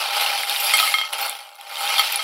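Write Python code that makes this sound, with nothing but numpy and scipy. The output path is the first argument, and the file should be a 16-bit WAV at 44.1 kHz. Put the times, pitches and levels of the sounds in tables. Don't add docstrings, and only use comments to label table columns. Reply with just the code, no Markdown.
import sys
import numpy as np
from scipy import signal
from scipy.io import wavfile

SR = 44100
rng = np.random.default_rng(int(sys.argv[2]) if len(sys.argv) > 2 else 0)


def to_wav(s):
    ch = np.atleast_2d(s).T
    pcm = np.round(np.clip(ch, -1, 1) * 32767)
    wavfile.write(sys.argv[1], SR, pcm.astype(np.int16))


N = 98651
TIME = np.arange(N) / SR
RING = TIME[:SR // 3]
SMALL_HZ = 576


def amp(db):
    return 10 ** (np.asarray(db) / 20)


def evened(x):
    return x / np.sqrt(np.mean(x ** 2) + 1e-20)


def unit(rows):
    return rows / np.linalg.norm(rows, axis=-1, keepdims=True)


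def add(mix, s, sound):
    part = mix[max(round(s * SR), 0):][:len(sound)]
    part += sound[:len(part)]


def fade(t60):
    return np.exp(-np.log(1000) * RING / t60)


def mode(hz, t60):
    return np.sin(2 * np.pi * hz * RING) * fade(t60)


def burst(t60):
    return rng.standard_normal(len(RING)) * fade(t60)


def through(x, response):
    return signal.oaconvolve(x, response)[:len(x)]


def colour(x, points, size=4096):
    hz, db = np.transpose(points)
    bins_hz = abs(np.fft.fftfreq(size, 1 / SR))
    log_gain = np.log(amp(np.interp(np.log(bins_hz + 1), np.log(hz), db)))
    spectrum = np.exp(np.conj(signal.hilbert(log_gain)))
    taps = np.fft.ifft(spectrum).real[:size // 2]
    return through(x, unit(taps))


def high_pass(x, hz, order=4):
    return signal.sosfilt(signal.butter(order, hz, "high", fs=SR, output="sos"), x)


SPREAD_DB, MOST_SPREAD = 3.5, 3.5
THINNING = 0.35


def contacts(strength, most_per_s):
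    share = (strength / strength.max()) ** THINNING
    scatter_db = SPREAD_DB * np.minimum(rng.exponential(1, N), MOST_SPREAD)
    size = amp(scatter_db) / np.sqrt(share)
    sign = rng.choice([-1, 1], N)
    touched = rng.random(N) < share * most_per_s / SR
    return evened(size * sign * touched)


DAMPING_SPREAD = 0.29
TOUCH_T60 = 0.0035


def pile(touches, lo_hz, hi_hz, t60, grit, count=36, size=4096):
    t = RING[:size]
    hz = lo_hz + (hi_hz - lo_hz) * (np.arange(count) + rng.random(count)) / count
    dying = t60 * np.exp(DAMPING_SPREAD * rng.standard_normal(count))
    decay = np.exp(-np.log(1000) * t / dying[:, None])
    rings = unit(np.sin(2 * np.pi * hz[:, None] * t) * decay)
    touch_noise = unit(rng.standard_normal((count, size)) * fade(TOUCH_T60)[:size])
    charms = unit(rings + grit * touch_noise)
    which = rng.integers(0, count, N)
    out = np.zeros(N + size)
    for i in np.flatnonzero(touches):
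        out[i:i + size] += touches[i] * charms[which[i]]
    return out[:N]


# (t/s, rumble level/dB, clatter level/dB, tinkle level/dB)
STIR_COURSE = [(0, -29, -22.5, -32), (.095, -31.5, -27, -37.5), (.14, -29, -23.5, -32),
               (.21, -27.5, -23, -30.5), (.33, -30, -23.5, -33.5), (.455, -34, -27.5, -33.5),
               (.51, -29.5, -24, -32), (0.574, -38, -26.5, -30), (.625, -30, -24.5, -27.5),
               (.72, -32.5, -21.5, -29), (.8, -30.5, -21.5, -24.5), (.875, -34, -22, -27),
               (.975, -40, -30.5, -35.5), (1.05, -41, -31, -45.5), (1.121, -40.5, -41.5, -44),
               (1.131, -29.5, -26, -44), (1.17, -36, -31.5, -39), (1.191, -29.5, -25, -32.5),
               (1.255, -30.5, -27.5, -34), (1.381, -44.5, -38.5, -45.5), (1.46, -46.5, -44.5, -52),
               (1.52, -50, -50.5, -56), (1.66, -43.5, -41.5, -51), (1.803, -32, -29.5, -32.5),
               (1.9, -31, -23.5, -33), (2.07, -34, -22.5, -31), (2.199, -35, -28, -40.5),
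               (2.237, -41, -30, -35)]
# (f/Hz, level/dB)
HOLLOW_SPECTRUM = [(200, -62), (450, -11.5), (580, -1.5), (750, -4.5), (1400, 3.5), (2000, -17),
                   (4000, -60.5)]
CLATTER_SPECTRUM = [(300, -73), (900, -8), (1750, -6), (2400, 0.5), (3100, 1), (4000, -2), (4800, -2),
                    (5500, -6.5), (6800, -15.5), (10000, -19.5), (16000, -28)]
TINKLE_SPECTRUM = [(1000, -61), (5000, -45), (7000, -2.5), (8300, -3), (9800, 3), (11300, 3), (12500, -3),
                   (14200, -1.5), (16000, -8.5)]
DEEP_SPECTRUM = [(130, -37), (240, -9.5), (400, 5), (800, -25.5)]
# (f/Hz, bandwidth/Hz, relative level/dB)
CAVITY_MODES = [(816, 21, 2), (890.3, 15, 0.5)]
LARGE_CHARMS = [2398, 2560, 2732, 2830, 3019, 3095, 3574, 3994, 4306]
# (f/Hz, relative level when stirred/dB, t60/s)
BOWL_MODES = [(1277, -1.5, 0.12), (2144, 0, .12), (3206, 0, 0.11), (4427, -5.5, 0.076)]
MOST_CONTACTS_PER_S, MOST_CLINKS_PER_S = 3000, 40
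CLATTER_T60, TINKLE_T60, HOLLOW_T60, CHARM_T60 = 0.026, 0.051, 0.015, 0.044
CLATTER_DB, TINKLE_DB, CHARMS_DB = -2.5, -1.45, -8
HOLLOW_DB, CAVITY_DB, HUM_DB, DEEP_DB = -3.5, -3, -7, -26
DEEP_GROWTH = 1.2
LOW_CUT_HZ = 472


def stirring():
    s, *levels = np.transpose(STIR_COURSE)
    low, mid, high = (amp(np.interp(TIME, s, db)) for db in levels)
    touches = contacts(mid, MOST_CONTACTS_PER_S)

    clatter_pile = pile(touches, 1450, 6360, CLATTER_T60, grit=1.5, count=60)
    clatter = mid * evened(colour(clatter_pile, CLATTER_SPECTRUM))
    tinkle_pile = pile(touches, 6500, 15800, TINKLE_T60, grit=0.85, count=128)
    tinkle = high * evened(colour(tinkle_pile, TINKLE_SPECTRUM))
    large = sum(through(contacts(mid, MOST_CLINKS_PER_S), mode(hz, CHARM_T60)) for hz in LARGE_CHARMS)
    clinks = mid * evened(large)

    hollow_pile = pile(touches, 297, 1512, HOLLOW_T60, grit=3.24)
    hollow = low * evened(colour(hollow_pile, HOLLOW_SPECTRUM))
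    cavity_response = sum(amp(db) * unit(mode(hz, np.log(1000) / np.pi / width))
                          for hz, width, db in CAVITY_MODES)
    cavity = low * evened(through(touches, cavity_response))
    wall_response = sum(amp(db) * mode(hz, t60) for hz, db, t60 in BOWL_MODES)
    hum = np.sqrt(mid * low) * evened(through(touches, wall_response))
    deep_level = low.max() * (low / low.max()) ** DEEP_GROWTH
    deep = deep_level * evened(colour(touches, DEEP_SPECTRUM))

    metal = amp(CLATTER_DB) * clatter + amp(TINKLE_DB) * tinkle + amp(CHARMS_DB) * clinks
    vessel = amp(HOLLOW_DB) * hollow + amp(CAVITY_DB) * cavity + amp(HUM_DB) * hum
    return high_pass(metal + vessel, LOW_CUT_HZ, order=8) + amp(DEEP_DB) * deep


# (f/Hz, level against the highest main mode/dB, t60/s)
WALL_OVERTONES = [(5740, -14, 0.24), (7200, -17, 0.1), (11100, -2.5, 0.037)]


def bowl(levels_db):
    main = sum(amp(db) * mode(hz, t60) for db, (hz, _, t60) in zip(levels_db, BOWL_MODES))
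    overtones = sum(amp(levels_db[-1] + db) * mode(hz, t60) for hz, db, t60 in WALL_OVERTONES)
    return main + overtones


# (t/s, level/dB of each of the four main modes from the lowest, crack level/dB)
WALL_STRIKES = [(.7368, -15.5, -10, -12.5, -18.5, -29), (.8, -18, -25, -19, -32, -4),
                (.828, -13.5, -23, -21, -36, -30), (.876, -26, -17, -33, -25, -16),
                (.9405, -16.5, -11.5, -15, -21, -6), (.9848, -23, -23, -15, -27, -9.5),
                (1.0138, -34, -20.5, -18, -27, -17.5), (1.0355, -26, -30, -24.5, -41, -18),
                (1.051, -36, -27, -26, -29.5, -34), (1.9, -23, -27, -36, -25, -14),
                (1.982, -20, -26, -14, -22, -12), (1.9944, -14.5, -15.5, -11.5, -13, -13),
                (2.016, -38, -32, -33, -35, -23), (2.192, -24.5, -24, -22, -27.5, -30)]
# (f/Hz, level/dB)
CRACK_SPECTRUM = [(400, -12), (800, 0.5), (4300, 3.5), (6000, -30), (16000, -13)]
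CRACK_T60 = 0.0036
CHOKE_S = 0.00067


def strikes():
    out = np.zeros(N)
    for s, *levels_db, crack_db in WALL_STRIKES:
        out *= np.exp(-np.maximum(TIME - s, 0) / CHOKE_S)
        crack = amp(crack_db) * colour(burst(CRACK_T60), CRACK_SPECTRUM)
        add(out, s, bowl(levels_db) + crack)
    return out


# (t/s, f/Hz, level/dB)
CHARM_CLACKS = [(.211, 3050, -8), (0.2622, 2760, -5), (.302, 2420, -14), (.4339, 2140, -9.5),
                (.4955, 3660, -6.5), (.5621, 3700, -9.5), (0.6953, 2430, -7.5), (0.709, 2500, -9),
                (0.7818, 2540, -7.5), (0.782, 4170, -9), (.789, 2450, -1.5), (0.797, 3920, -7.5),
                (.867, 2720, -8.5), (1.133, 2920, -12.5), (1.3526, 3270, -21.5), (1.4915, 3220, -33),
                (1.6115, 3200, -28), (1.7567, 3680, -17), (1.7705, 3140, -14.5), (1.876, 3600, -11),
                (1.982, 3480, -2.5), (1.9896, 3180, -7.5), (2.158, 4400, -10.5)]
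CLACK_T60 = 0.016
CLACK_GRIT = 0.62
CLACK_PAIR_RATIO, CLACK_PAIR = 0.83, 0.19


def clacks():
    out = np.zeros(N)
    onset = np.minimum(RING / 0.0002, 1)
    for s, hz, db in CHARM_CLACKS:
        scrape = burst(0.0027)
        grit = colour(scrape, CLATTER_SPECTRUM) + 0.4 * colour(scrape, TINKLE_SPECTRUM)
        lower = mode(hz * CLACK_PAIR_RATIO, CLACK_T60)
        ring = 0.68 * mode(hz, CLACK_T60) + CLACK_PAIR * lower
        add(out, s, amp(db) * onset * (ring + CLACK_GRIT * grit))
    return out


# (t/s, f/Hz, level/dB, t60/s)
CLEAR_PINGS = [(.21, 12000, -24, .11), (.6, 12000, -22, 0.16), (.645, 11250, -19, 0.096),
               (0.669, 4830, -17.5, 0.089), (0.739, 8000, -15.5, 0.047), (0.771, 11450, -14, 0.011),
               (1.129, 10100, -25.5, 0.1), (1.21, 13450, -25, 0.14), (1.989, 13800, -28, 0.13),
               (2.123, 14100, -18.5, 0.047), (2.159, 10050, -16, 0.039)]
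PING_PAIR = 0.19


def pings():
    out = np.zeros(N)
    for s, hz, db, t60 in CLEAR_PINGS:
        pair = mode(hz + rng.uniform(-350, 394), t60)
        tick = colour(burst(0.0092), TINKLE_SPECTRUM)
        add(out, s, amp(db) * (mode(hz, t60) + PING_PAIR * pair + tick))
    return out


# (t/s, level/dB)
EDGE_TICKS = [(0.497, -14), (1.134, -18.5), (1.184, -19), (1.263, -20.5), (1.296, -16), (1.555, -37),
              (1.6115, -32), (1.695, -32), (2.159, -15)]
TICK_T60 = 0.0046


def ticks():
    out = np.zeros(N)
    for s, db in EDGE_TICKS:
        add(out, s, amp(db) * colour(burst(TICK_T60), TINKLE_SPECTRUM))
    return out


# (t/s, level/dB)
TABLE_BUMPS = [(.803, -68), (1.133, -65), (1.977, -49)]
# (f/Hz, level/dB)
THUD_SPECTRUM = [(30, 6.5), (80, 0), (200, -5), (400, -27), (2000, -70)]
BUMP_T60 = 0.05


def bumps():
    out = np.zeros(N)
    for s, db in TABLE_BUMPS:
        add(out, s, amp(db) * colour(burst(BUMP_T60), THUD_SPECTRUM))
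    return out


ROOM_DB, ROOM_T60 = -9.5, 0.13


def room(x):
    tail = burst(ROOM_T60) * (RING > 0.002)
    return through(x, unit(tail))


def scene():
    charms = stirring() + high_pass(clacks() + pings() + ticks(), SMALL_HZ)
    reflections = amp(ROOM_DB) * room(charms)
    struck_bowl = high_pass(strikes(), SMALL_HZ)
    return (charms + reflections + struck_bowl + bumps())[None]


CEILING, EDGE_HZ = 0.92, 15900


def record(dry):
    rounded = dry / (1 + (dry / CEILING) ** 8) ** (1 / 8)
    low_pass = signal.firwin(401, EDGE_HZ, window=("kaiser", 8), fs=SR)
    return signal.oaconvolve(rounded, low_pass[None], "same")


dry = scene()
out = record(dry)
to_wav(out)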